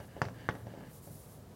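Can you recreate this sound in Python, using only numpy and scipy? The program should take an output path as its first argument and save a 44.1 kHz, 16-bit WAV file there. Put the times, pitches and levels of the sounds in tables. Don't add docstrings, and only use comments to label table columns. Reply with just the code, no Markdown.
import sys
import numpy as np
from scipy import signal
from scipy.fft import rfft, irfft
from scipy.io import wavfile

SR = 44100
rng = np.random.default_rng(int(sys.argv[2]) if len(sys.argv) > 2 else 0)


def persist_wave(psi):
    counts = np.round(np.clip(psi, -1, 1) * 32767).astype(np.int16)
    wavfile.write(sys.argv[1], SR, np.atleast_2d(counts).T)


N = 68355
TIME = np.arange(N) / SR


def from_db(db):
    return 10 ** (np.asarray(db) / 20)


def rms_one(x):
    return x / np.sqrt(np.mean(x ** 2) + 1e-20)


def ring(drive, hz, t60):
    r, w = from_db(-60 / (t60 * SR)), 2 * np.pi * hz / SR
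    return signal.lfilter([0, np.sin(w)], [1, -2 * r * np.cos(w), r * r], drive + 1e-18)


def resonance(drive, hz, width):
    r, w = np.exp(-np.pi * width / SR), 2 * np.pi * hz / SR
    gain = (1 - r * r) / 2
    return signal.lfilter([gain, 0, -gain], [1, -2 * r * np.cos(w), r * r], drive + 1e-18)


def noise(spectrum):
    hz, db = np.transpose(spectrum)
    bins = np.maximum(np.fft.rfftfreq(N, 1 / SR), 1)
    colour = from_db(np.interp(np.log(bins), np.log(hz), db))
    return rms_one(irfft(rfft(rng.standard_normal(N)) * colour, N))


def diffuse(x, spectrum, rise_s, t60):
    echoes = noise(spectrum) * (1 - np.exp(-TIME / rise_s)) * from_db(-60 * TIME / t60)
    mids = abs(rfft(echoes))[300 * N // SR:2000 * N // SR]
    return signal.fftconvolve(x, echoes / np.sqrt(np.mean(mids ** 2)))[:N]


def strokes(rows, roundness=0.27):
    power = np.zeros(N)
    for start, length, db in rows:
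        arch = abs(np.sin(np.pi * np.clip((TIME - start) / length, 0, 1)))
        power += (from_db(db) * arch ** roundness) ** 2
    return np.sqrt(power)


def room_rumble():
    # f/Hz, level/dB
    colour = [(25, -21), (45, -3), (65, -2.5), (90, 4.5), (115, 3), (160, 2), (250, -6), (340, -10),
              (500, -9), (900, -16.5), (1400, -23.5), (2500, -30.5), (5000, -32), (16000, -34)]
    return from_db(-52) * noise(colour)


def scrape(slips_per_s=5000, scatter_db=2.5):
    # t/s, length/s, level/dB
    gestures = [(-.05, 0.11, -61.5), (.08, 0.15, -63.5), (.34, 0.2, -59.5), (.52, 0.12, -68.5),
                (.66, 0.11, -63.5), (.76, 0.16, -63)]
    # f/Hz, width/Hz, level/dB
    peaks = [(1661, 168, 6), (2320, 370, -6.5), (2893, 300, -3.5), (4830, 250, -13)]
    slips = (rng.random(N) < slips_per_s / SR) * rng.standard_normal(N)
    slips *= from_db(scatter_db * rng.standard_normal(N))
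    rasp = sum((-1) ** k * from_db(db) * resonance(slips, hz, width)
               for k, (hz, width, db) in enumerate(peaks))
    return rms_one(rasp) * strokes(gestures)


def drag():
    # t/s, length/s, level/dB
    gestures = [(-.03, .1, -56.5), (.16, 0.067, -54.5), (.4, 0.078, -59), (.665, .23, -56)]
    # f/Hz, level/dB
    colour = [(100, -16), (220, 1.5), (400, 1), (600, -2), (900, -6), (1300, -17), (3000, -36.5)]
    return noise(colour) * strokes(gestures)


def glide():
    # t/s, level/dB
    singles = [
        [(0.0, -72), (0.078, -69.5), (0.09, -99), (0.13, -82)],
        [(0.51, -73), (0.542, -69.5), (0.622, -73), (0.65, -82)],
    ]
    # t/s, level/dB
    run = [(0.85, -85), (0.886, -72), (0.954, -60.5), (0.992, -64), (1.008, -79), (1.042, -59),
           (1.106, -64), (1.118, -60), (1.248, -62.5), (1.264, -66), (1.324, -62.5), (1.396, -74),
           (1.404, -81), (1.43, -72)]
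    # f/Hz, level/dB
    colour = [(2500, -19.5), (4500, -8.5), (7000, -4.5), (8500, -3.5), (9800, 1.5), (11000, -1),
              (12200, 2.5), (13500, -8), (15000, -4), (16000, -4)]
    curves = map(np.transpose, (*singles, run))
    envelope = sum(np.interp(TIME, t, from_db(db), left=0, right=0) for t, db in curves)
    return noise(colour) * from_db(2.5) * envelope


def knock(force, snap):
    # f/Hz, level/dB, t60/s
    modes = [(3450, -27.5, 0.0091), (5000, -24.5, 0.0036), (6100, -47, 0.0076), (7400, -25.5, 0.0037),
             (9400, -35, 0.0054), (10700, -38, .004)]
    panel_low_hz, tip_hz, knock_hz, knock_t60_s = 177, 5100, 1730, 0.0018
    push = signal.sosfilt(signal.butter(1, panel_low_hz, "high", fs=SR, output="sos"), force + 1e-18)
    push = signal.sosfilt(signal.butter(2, tip_hz, fs=SR, output="sos"), push)
    clack = from_db(1) * resonance(push, knock_hz, width=np.log(1000) / np.pi / knock_t60_s)
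    return push + clack + sum(from_db(db) * ring(snap, hz, t60) for hz, db, t60 in modes)


def panel(force, thump, scatter_db=2):
    # f/Hz, level/dB, t60/s
    low_modes = [(132, -24, 0.017), (93, -14, 0.042), (114.8, -28.5, 1)]
    # f/Hz, level/dB, t60/s
    modes = [(182.1, -57.5, 0.48), (260.1, -63.5, 0.64), (332.3, -59, 0.17), (515, -57.5, 0.41),
             (601, -56, 0.2), (652.4, -61, 0.16), (692, -55.5, 0.1), (862, -54.5, 0.3), (1120, -56, 0.26),
             (1380, -70, 0.09), (1895, -51, 0.22)]
    body = -sum(from_db(db) * ring(thump, hz, t60) for hz, db, t60 in low_modes)
    spot = rng.choice([-1, 1], len(modes)) * from_db(scatter_db * rng.standard_normal(len(modes)))
    return body + sum(share * from_db(db) * ring(force, hz, t60)
                      for share, (hz, db, t60) in zip(spot, modes))


def bending_waves(attack):
    # f/Hz, level/dB
    colour = [(60, -1), (200, -4), (400, 5), (700, 9.5), (1200, 4), (2000, 5), (3000, 13.5), (6000, -1),
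              (14000, -16)]
    return diffuse(attack, colour, rise_s=0.00075, t60=0.071)


def crack(snap):
    # f/Hz, level/dB
    colour = [(1000, -1.5), (2000, 4), (2700, 9), (3600, -4.5), (4800, 4.5), (5900, 3.5), (7000, -8.5),
              (8000, -8.5), (10000, -15), (15000, -30)]
    close = from_db(-1.5) * diffuse(snap, colour, rise_s=0.00025, t60=0.031)
    return close + from_db(-8.5) * diffuse(snap, colour, rise_s=0.004, t60=0.28)


def room_tail(attack):
    # f/Hz, level/dB
    colour = [(60, 6), (150, 14.5), (500, 13.5), (1000, 4), (2000, -2.5), (4000, 11.5), (14000, 5)]
    return from_db(-11.5) * diffuse(attack, colour, rise_s=0.004, t60=0.49)


def contacts(rows, direct_db, waves_db, rebound=0, rebound_s=0.00059):
    force, thump, snap = np.zeros((3, N))
    for t, db, contact_ms, thump_db, crack_db in rows:
        start = int(t * SR)
        for delay, share in ((0, 1), (rebound_s, rebound)):
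            elapsed_ms = (TIME - start / SR - delay) * 1000
            force += share * from_db(db) * np.sin(np.pi * np.clip(elapsed_ms / contact_ms, 0, 1))
        thump[start] += from_db(db + thump_db)
        snap[start] += from_db(db + crack_db)
    attack = knock(force, snap)
    board = panel(force, thump) + from_db(waves_db) * bending_waves(attack)
    return from_db(direct_db) * attack + board + crack(snap) + room_tail(attack)


def touches():
    # t/s, level/dB, contact/ms, thump/dB, crack/dB
    hits = [(.002, -33.5, 0.71, 5.5, -2), (.166, -29, 1.1, -11, -19), (.2535, -30.5, .4, -15, -0.5),
            (.2855, -32.5, 0.51, -15, -8), (.336, -55, 0.47, 0, -10), (.408, -38.5, 1.03, -10, 3),
            (.5525, -34, 0.57, 6, -1.5), (.669, -29.5, 1.1, -24, -9), (.738, -30, 1.28, -6, -17),
            (.776, -34.5, 1.37, -21, -24), (.808, -35, 0.66, 1, -11), (1.074, -35, 1.3, 2, -19),
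            (1.198, -63, 1.8, -11, -8), (1.262, -47, 1.5, 9, -9)]
    return contacts(hits, direct_db=-5, waves_db=-7)


def taps():
    # t/s, level/dB, contact/ms, thump/dB, crack/dB, rebound/dB
    hits = [(0.2173, -13.5, 0.582, -3.5, 1.5, -55), (0.4889, -14, 0.548, -3, -6, -11.5)]
    return sum(contacts([hit], direct_db=0, waves_db=-7.5, rebound=from_db(rebound_db))
               for *hit, rebound_db in hits)


def panel_sway(hz=114.8):
    # peak t/s, level/dB, half length/s
    booms = [(0.2251, -30, 0.0047), (.267, -32, .011), (0.498, -39.5, 0.0048), (.555, -42, 0.021),
             (0.644, -43, 0.048), (.875, -46.5, 0.017), (1.105, -43, 0.0078)]
    return -sum(from_db(db) * np.exp(-((TIME - t) / half) ** 2) * np.sin(2 * np.pi * hz * (TIME - t))
                for t, db, half in booms)


def crumbs():
    # t/s, f/Hz, level/dB
    ticks = [(0.24, 3050, -45), (0.2531, 4300, -43), (0.2858, 1660, -35.5), (.51, 3000, -39.5),
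             (0.5528, 1830, -52), (0.808, 2010, -45)]
    return sum(from_db(db) * ring(signal.unit_impulse(N, int(t * SR)), hz, t60=0.0049)
               for t, hz, db in ticks)


def scene():
    writing = taps() + touches() + panel_sway() + crumbs() + scrape() + drag() + glide()
    return (writing + room_rumble())[None]


def record(dry, low_cut_hz=44.4, high_cut_hz=16000):
    thin = signal.sosfilt(signal.butter(2, low_cut_hz, "high", fs=SR, output="sos"), dry)
    return signal.sosfilt(signal.ellip(10, .2, 70, high_cut_hz, fs=SR, output="sos"), thin)


dry = scene()
out = record(dry)
persist_wave(out)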